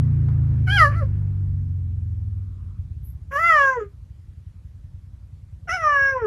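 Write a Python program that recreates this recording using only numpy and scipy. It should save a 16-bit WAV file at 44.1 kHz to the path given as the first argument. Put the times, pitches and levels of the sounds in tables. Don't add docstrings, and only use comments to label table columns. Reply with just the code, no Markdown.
import sys
import numpy as np
from scipy import signal
from scipy.fft import rfft, irfft
from scipy.io import wavfile
from scipy.ndimage import uniform_filter1d

SR = 44100
rng = np.random.default_rng(int(sys.argv[2]) if len(sys.argv) > 2 else 0)


def master_out(mix):
    frames = np.transpose(np.atleast_2d(mix))
    ceiling = np.clip(frames, -1, 1)
    pcm = np.round(ceiling * 32767).astype(np.int16)
    wavfile.write(sys.argv[1], SR, pcm)


def rack_gain(trim_db):
    fader = np.asarray(trim_db, float)
    return 10 ** (fader / 20)


N = 276066
TIME = np.arange(N) / SR

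# pitch_hz, level_db
STILL_AIR_COLOUR = [(120, -31.5), (200, -2), (274, -5.5), (320, -11), (355, -14.5), (430, -15),
                    (469, -13.5), (494, -5), (653, -13), (1060, -13.5), (12800, -28.5), (16700, -64),
                    (22000, -120)]
# time_s, firings_per_s
ENGINE_SPEED = [(0, 29.5), (.2, 28.3), (.6, 26.6), (1.2, 24.7), (1.6, 23.2), (2, 21.5), (2.4, 19.6),
                (2.6, 18.4), (2.8, 17.3), (3, 16.5), (3.4, 14.8), (3.8, 12.6), (4.2, 11.28), (4.6, 10.6),
                (5, 10.3), (5.4, 10.05), (5.8, 10.2), (6.26, 10.1)]
# time_s, level_db
DISTANCE_LOSS = [(0, -1), (1, -2), (2, -5), (2.6, -10.5), (3.2, -15), (4, -24), (6.26, -23)]
# pitch_hz, level_db
LOADED_PIPE = [(45, -10), (60, -11.5), (80, -1), (105, 2.5), (130, 2), (148, 0), (162, -19), (185, -6)]
# pitch_hz, level_db
WEAK_TONES = [(20, -54), (40, -27.5), (48, -13.5), (60, -20), (150, -16.5), (190, -29.5), (230, -23),
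              (300, -42), (480, -51.5), (700, -70.5)]
# pitch_hz, width_hz, change_db_per_s
GROUND_NULLS = [(69.47, 4, -10.5), (119.34, 9.9, -13.5)]
# pitch_hz, level_db
IDLE_PIPE = [(15, -57.5), (25, -36.5), (40, -10.5), (60, -5), (86, 2), (110, -8), (146, -14.5),
             (190, -34.5), (260, -61), (400, -90.5)]
# pitch_hz, level_db
RUMBLE_COLOUR = [(8, -51.5), (25, -30.5), (40, -10.5), (60, 2), (86, -4), (130, -7.5), (190, -20),
                 (280, -29), (400, -39), (600, -69)]
# pitch_hz, level_db
WASH_TONE = [(150, -33.5), (260, -2.5), (522, -21), (745, -22.5), (1380, -25.5), (1620, -26), (2470, -33),
             (3150, -42), (9040, -55), (11000, -52), (12500, -59.5), (16200, -89.5), (22000, -120)]
# start_s, level_db, pitch_hz, length_s
STRAW_RUSTLES = [
    (.281, -41, 700, .015),
    (5.652, -50, 200, .012),
    (.975, -63, 6000, .012),
]
# time_s, pitch_hz, effort_db, mouth_closing_db_per_octave
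FIRST_CALL = [(.665, 769, -48, 4), (.69, 737, -40, 2.75), (.73, 821, -42, -5), (.765, 810, -30.5, 1),
              (.788, 699, -37.5, -2.3), (.82, 633, -7, 16.5), (.865, 560.6, -20, 12),
              (.905, 590, -25.5, 22.5), (.935, 550.4, -42.6, 11.5)]
FIRST_HICCUP = [(0.944, 571.6, -46, 12), (.96, 672.7, -36.5, 19), (0.996, 670, -38.5, 15.5),
                (1.012, 601, -20.5, 32), (1.035, 539, -30.5, 21.5), (1.06, 529, -66.5, 6)]
SECOND_CALL = [(3.308, 545, -43, 2.6), (3.365, 563.4, -27.5, -4), (3.403, 655.4, -26.5, -1.8),
               (3.478, 688.4, -20, -4), (3.6, 565, -25, -6), (3.719, 523.3, -29.5, -0.3),
               (3.775, 483.3, -24, 10.5), (3.815, 419, -20.5, 9), (3.86, 404.8, -36, 14.5)]
THIRD_CALL = [(5.672, 742.7, -37.5, -1.5), (5.698, 642.6, -38, -12.5), (5.745, 762, -32, -11.5),
              (5.79, 672, -38.5, -7.5), (5.87, 600, -29.5, -5.5), (5.98, 555.5, -32.5, -5.5),
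              (6.11, 543.8, -32.5, -6), (6.18, 505, -15.5, 11), (6.26, 412.8, -20.5, 8)]
# tone_2_db, tone_3_db, upper_tones_db
VOICE_BALANCE = [(5.5, 0.9, 5), (0.6, -2.5, -8), (-13.5, -16.5, -22)]
# pitch_hz, width_hz, level_db
HEAD_TURNS = [
    [(503, 60, 5.5), (617, 37, -2.5), (628, 74, -16), (1363, 230, 12), (1693, 41, 7), (1909, 57, -6.5),
     (1900, 229, 22), (2259, 62, 6.5), (2428, 146, -5.5), (2943, 353, 2.5), (3006, 58, -13.5)],
    [(435.5, 13.3, -17.5), (505.8, 15, -20), (760.3, 108.5, -26.5), (887, 65, -17), (1014, 89, 5),
     (1127, 57, 1), (1290.6, 35, 3.5), (1609, 48.1, 9.5), (2040, 57, 4), (2147, 74, -9), (2370, 290, -12.5)],
    [(484.6, 32, -23), (1014.4, 31, 17.5), (1125, 24.6, 10), (1200, 89, 18.5), (1368, 164, 6.5),
     (1402, 100, 6.5), (1660, 95, 21), (1775, 59, 4), (1960, 180, 9), (2113, 45, -16), (2706, 41, -13.5)],
]
# pitch_hz, level_db
THROAT_SHAPES = [
    [(1120, -38), (1900, -10), (2650, -14), (3050, 8.5), (3700, -29.5), (4750, -10), (6170, -32.5),
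     (7000, -49), (9100, -74), (15400, -120)],
    [(1120, -31), (1900, 6.5), (2070, -0.5), (2310, -4.5), (3390, -27), (3800, -41), (4750, -36.5),
     (7000, -52), (9100, -64.5), (15400, -120)],
    [(1120, -25), (1900, 4.5), (2550, -4.5), (2780, -1.5), (3560, -34.5), (4750, -36.5), (5500, -9),
     (7000, -36.5), (9100, -46), (15400, -120)],
]
# pitch_hz, level_db
TEETH_HISS = [
    [(2180, -47), (3650, -37.5), (4000, -21.5), (4600, -11), (6250, -17.5), (6590, -27.5), (7310, -19),
     (8320, -34.5), (10600, -22), (12800, -36.5), (16700, -67.5), (22000, -120)],
    [(2180, -47.5), (3800, -27), (5320, -10), (7420, -9.5), (7860, -21), (8070, -43), (8190, -55),
     (8630, -23.5), (10600, -13.5), (12800, -14), (16700, -43), (22000, -120)],
    [(2180, -34.5), (3700, -14), (4720, -19), (5110, -11.5), (5460, -5), (6940, -22), (8800, -42),
     (10500, -11.5), (11600, -38.5), (12800, -22), (16700, -62.5), (22000, -120)],
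]
# hiss_db, teeth_gap_hz, gap_shift_hz_per_pitch_hz, catch_db, top_hiss_change_db_per_s
HISS_SETTINGS = [(-45, 3800, 0.6, -1, -7), (-51, 5850, -9, 1, -47), (-58, 5700, -3, 14.5, -44.5)]
# time_s, half_length_s, roughness (0-1)
VOICE_CRACKS = [(.68, .025, .6), (.935, .03, .9), (1.03, .02, .3), (3.32, .025, .7), (3.81, .05, .25),
                (5.69, .025, .7), (5.75, .035, .5), (5.83, .015, .4), (6.22, .025, .25)]
# pitch_hz, level_db
BREATH_COLOUR = [(200, -19.5), (400, -4.5), (600, -26), (900, -43), (1300, 3), (2100, -4.5), (3200, -19),
                 (3700, -36)]
# delay_s, level_db
PLANK_ECHOES = [(.0042, -13), (.0071, -18), (.0113, -11.5), (.0168, -22.5), (.023, -10.5)]
# pitch_hz, level_db
BELT_COLOUR = [(800, -42), (1050, -4), (1250, -1), (1500, -9.5), (1900, -38)]
# top_s, level_db, rise_db_per_s, fall_db_per_s
BELT_SWELL = (2.5, -71, 28.5, 100.5)
# pitch_hz, level_db
VALVE_COLOUR = [(5290, -61.5), (9000, -32.5), (9820, -30), (10100, -11), (11100, -3), (11700, 9),
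                (12800, -5.5), (16700, -24.5), (22000, -120)]


def evened(x):
    return x / np.sqrt(np.mean(x ** 2) + 1e-20)


def smoothed(x, size):
    return uniform_filter1d(uniform_filter1d(x, size=size), size=size)


def bump(x, centre, width):
    return np.exp(-((x - centre) / width) ** 2)


def drift(size):
    return evened(smoothed(rng.standard_normal(N // 64 + 1), size)).repeat(64)[:N]


def swell_db(start, hold, rise, fall):
    return np.minimum(0, np.minimum(rise * (TIME - start), fall * (start + hold - TIME)))


def read(points, hz):
    f, value = np.transpose(points)
    return np.interp(np.log(hz + 1), np.log(f + 1), value, left=-100, right=-100)


def curves(rows, t):
    s, *columns = np.transpose(rows)
    return [np.interp(t, s, c) for c in columns]


def coloured(x, points):
    size = 1 << 15
    cep = irfft(read(points, np.fft.rfftfreq(size, 1 / SR)) * np.log(10) / 20)
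    cep[1:size // 2] *= 2
    cep[size // 2 + 1:] = 0
    response = irfft(np.exp(rfft(cep)))[:size // 4]
    return signal.oaconvolve(x, response)[:len(x)]


def resonate(x, hz, width):
    turn = np.exp(2j * np.pi * np.cumsum(hz) / SR)
    r = np.exp(-np.pi * width / SR)
    return (turn * signal.lfilter([1], [1, -2 * r, r * r], x / turn)).real


def hiss(points, patchy_db=1.5):
    a, b, patches = rng.standard_normal((N // 128 + 5, 257, 3)).T
    patches = uniform_filter1d(patches, size=6, axis=0)
    patches = evened(uniform_filter1d(patches, size=20, axis=1))
    colour_db = read(points, np.fft.rfftfreq(512, 1 / SR))[:, None]
    z = (a + 1j * b) * rack_gain(colour_db + patchy_db * patches)
    return evened(signal.istft(z, nperseg=512, noverlap=384)[1][:N])


def still_air():
    return rack_gain(-69.5) * hiss(STILL_AIR_COLOUR)


def engine_hum(hz, away_db, turns):
    main_db = {}
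    for k in range(3, 7):
        null_db = TIME * sum(d * bump(k * hz, f, w) for f, w, d in GROUND_NULLS)
        main_db[k] = -22 + away_db + read(LOADED_PIPE, k * hz) + (k == 6) * -8.5 + null_db
    whole_db = 10 * np.log10(sum(rack_gain(db) ** 2 for db in main_db.values()))
    spread = -0.8 - 0.7 * TIME
    hum = np.zeros(N)
    for k in range(1, 24):
        if k in main_db:
            level_db = main_db[k]
        else:
            level_db = whole_db + read(WEAK_TONES, k * hz)
        if k > 6:
            level_db = level_db + 4.5 * drift(size=70) - 4 * TIME
        phase = 2 * np.pi * k * turns + 3.74 + spread * (k - 4) ** 2
        hum += np.sqrt(2) * rack_gain(level_db) * np.cos(phase)
    end_s, fade_s = 3.16, 0.68
    return hum * np.clip((end_s - TIME) / fade_s, 0, 1)


def engine_thumps(hz, turns):
    late_s, uneven_db, echo_s, echo_db = .002, 2.0, .037, -8
    fired = np.interp(np.arange(1, 110), turns, np.arange(N))
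    chance = rng.standard_normal((len(fired), 2))
    places = np.clip(fired + late_s * SR * chance[:, 0], 0, N - 1).astype(int)
    pulses = np.zeros(N)
    pulses[places] = rack_gain(uneven_db * chance[:, 1])
    pulses -= rack_gain(echo_db) * np.roll(pulses, round(echo_s * SR))
    thumps = evened(coloured(pulses / np.sqrt(hz), IDLE_PIPE))
    idle_db = -41 + np.minimum(58.5 * (TIME - 2.6), 0)
    idle_db += 7 * bump(TIME, 2.9, 0.72)
    idle_db += -12 * bump(TIME, 3.6, 0.33)
    return rack_gain(idle_db) * thumps


def engine():
    hz, away_db = curves(ENGINE_SPEED, TIME)[0], curves(DISTANCE_LOSS, TIME)[0]
    turns = .97 + np.cumsum(hz) / SR
    rumble = evened(coloured(rng.standard_normal(N), RUMBLE_COLOUR))
    rumble_db = -33 + 0.49 * away_db
    return engine_hum(hz, away_db, turns) + engine_thumps(hz, turns) + rack_gain(rumble_db) * rumble


def wash():
    shut_s, shut_length_s = 1.4, .3
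    shut = .5 + .5 * np.tanh((TIME - shut_s) / shut_length_s)
    level_db = -45.5 + 0.74 * curves(DISTANCE_LOSS, TIME)[0] - 14.5 * shut
    return rack_gain(level_db) * hiss(WASH_TONE)


def rustles():
    out = np.zeros(N)
    for s, db, hz, length in STRAW_RUSTLES:
        t = np.arange(4000) / SR
        band = signal.butter(2, [hz * 0.62, hz * 1.8], "bandpass", fs=SR)
        grain = evened(signal.lfilter(*band, rng.standard_normal(len(t))))
        shape = np.exp(-t / length) * np.minimum(t / 0.0052, 1)
        out[round(s * SR):][:len(t)] += rack_gain(db) * grain * shape
    return out


def voice_levels(hz, effort_db, closing_db, head, throat, balance):
    second_db, third_db, upper_db = balance
    levels = []
    for k in range(1, 16):
        if k < 4:
            own_db = (0, second_db, third_db)[k - 1]
        else:
            own_db = upper_db + read(throat, k * hz) + (k == 6) * -6.5
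        level_db = effort_db + own_db - closing_db * np.log2(min(k, 5))
        if k < 7:
            level_db = level_db + sum(d * bump(k * hz, f, w) for f, w, d in head)
        levels.append(level_db)
    return levels


def voice_tones(levels, phase, at, broken_db=4.0):
    out = np.zeros(len(phase))
    for k, level_db in enumerate(levels, 1):
        if k < 4:
            shift = (k - 1) ** 2 * 1.3
        else:
            shift = (k - 4) ** 2
            level_db = level_db + broken_db * drift(size=12)[at] * min(.4 + (k - 4) / 4, 1)
        out += np.sqrt(2) * rack_gain(level_db) * np.cos(k * phase + shift)
    return out


def voice_air(levels, phase, hz, closing_db, rough, since, teeth, settings):
    hiss_db, gap_hz, shift, catch_db, dull_db = settings
    push_db = 10 * np.log10(rack_gain(levels[1]) ** 2 + rack_gain(levels[2]) ** 2) + 20
    catch = since / .06 * np.exp(1 - since / .06)
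    noise = rng.standard_normal((2, len(hz)))
    breath = evened(coloured(noise[0] * (1 + 0.97 * np.cos(phase)), BREATH_COLOUR))
    rasp = evened(coloured(noise[1] * (1 + .7 * np.cos(phase)), teeth))
    ringing = evened(resonate(rasp, gap_hz + shift * (hz - hz.mean()), width=1100))
    rasp = evened(1.8 * rasp + ringing)
    top = signal.sosfiltfilt(signal.butter(4, 8345, "high", fs=SR, output="sos"), rasp)
    rasp = rasp + (rack_gain(6.0 + dull_db * since) - 1) * top
    breath_db = -48 + 0.45 * push_db + 16.5 * rough
    rasp_db = hiss_db + 0.77 * push_db - 0.26 * np.maximum(closing_db, 0) + catch_db * catch
    return rack_gain(breath_db) * breath + rack_gain(rasp_db) * rasp


def call(rows, head, throat, teeth, balance, settings):
    attack_s, release_s, release_db_per_s = 0.0098, .06, 597
    jitter, crack_jitter, crack_depth, flutter_db = .003, 6.0, 0.48, .9
    start_s, end_s = rows[0][0], rows[-1][0]
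    at = slice(round(start_s * SR), min(round((end_s + release_s) * SR), N))
    t = TIME[at]
    since = t - start_s
    hz, effort_db, closing_db = uniform_filter1d(curves(rows, t), size=500, axis=1)
    effort_db = effort_db - release_db_per_s * np.maximum(t - end_s, 0)
    rough = sum(r * bump(t, s, w) for s, w, r in VOICE_CRACKS if start_s < s < end_s)
    noise = rng.standard_normal((3, len(t)))
    shake, flutter = [evened(smoothed(v, 250)) for v in noise[:2]]
    crackle = 1 + crack_depth * rough * evened(smoothed(noise[2], 150))
    shaky_hz = hz * (1 + jitter * (1 + crack_jitter * rough) * shake)
    phase = 2 * np.pi * np.cumsum(shaky_hz) / SR
    levels = voice_levels(hz, effort_db, closing_db, head, throat, balance)
    tones = voice_tones(levels, phase, at) * rack_gain(flutter_db * flutter) * crackle
    air = voice_air(levels, phase, hz, closing_db, rough, since, teeth, settings)
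    return at, (tones + air) * np.minimum(since / attack_s, 1)


def cat():
    out = np.zeros(N)
    calls = [FIRST_CALL + FIRST_HICCUP, SECOND_CALL, THIRD_CALL]
    for parts in zip(calls, HEAD_TURNS, THROAT_SHAPES, TEETH_HISS, VOICE_BALANCE, HISS_SETTINGS):
        at, sound = call(*parts)
        out[at] = sound
    return out


def shelter(x, wet_db=-6, tail_db=-26, die_away_s=.2):
    t = np.arange(SR // 2) / SR
    tail = rng.standard_normal(len(t)) * rack_gain(-60 * t / die_away_s) * (t > .012)
    taps = evened(tail) * rack_gain(tail_db) / np.sqrt(len(t))
    taps[0] = 1
    for k, (s, db) in enumerate(PLANK_ECHOES):
        taps[round(s * SR)] += (-1) ** k * rack_gain(db + wet_db)
    return signal.oaconvolve(x, taps / np.linalg.norm(taps))[:N]


def belt_whine():
    top_s, level_db, rise, fall = BELT_SWELL
    return rack_gain(level_db + swell_db(top_s, .25, rise, fall)) * hiss(BELT_COLOUR)


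def valve_puff():
    return rack_gain(-56.5 + swell_db(3.045, hold=.06, rise=1199.5, fall=499)) * hiss(VALVE_COLOUR)


def scene():
    outside = still_air() + engine() + wash() + belt_whine() + valve_puff()
    return (outside + rustles() + shelter(cat()))[None]


def low_pass(x):
    return signal.sosfilt(signal.butter(12, 12960, fs=SR, output="sos"), x)


def record(dry):
    return low_pass(dry)


dry = scene()
out = record(dry)
master_out(out)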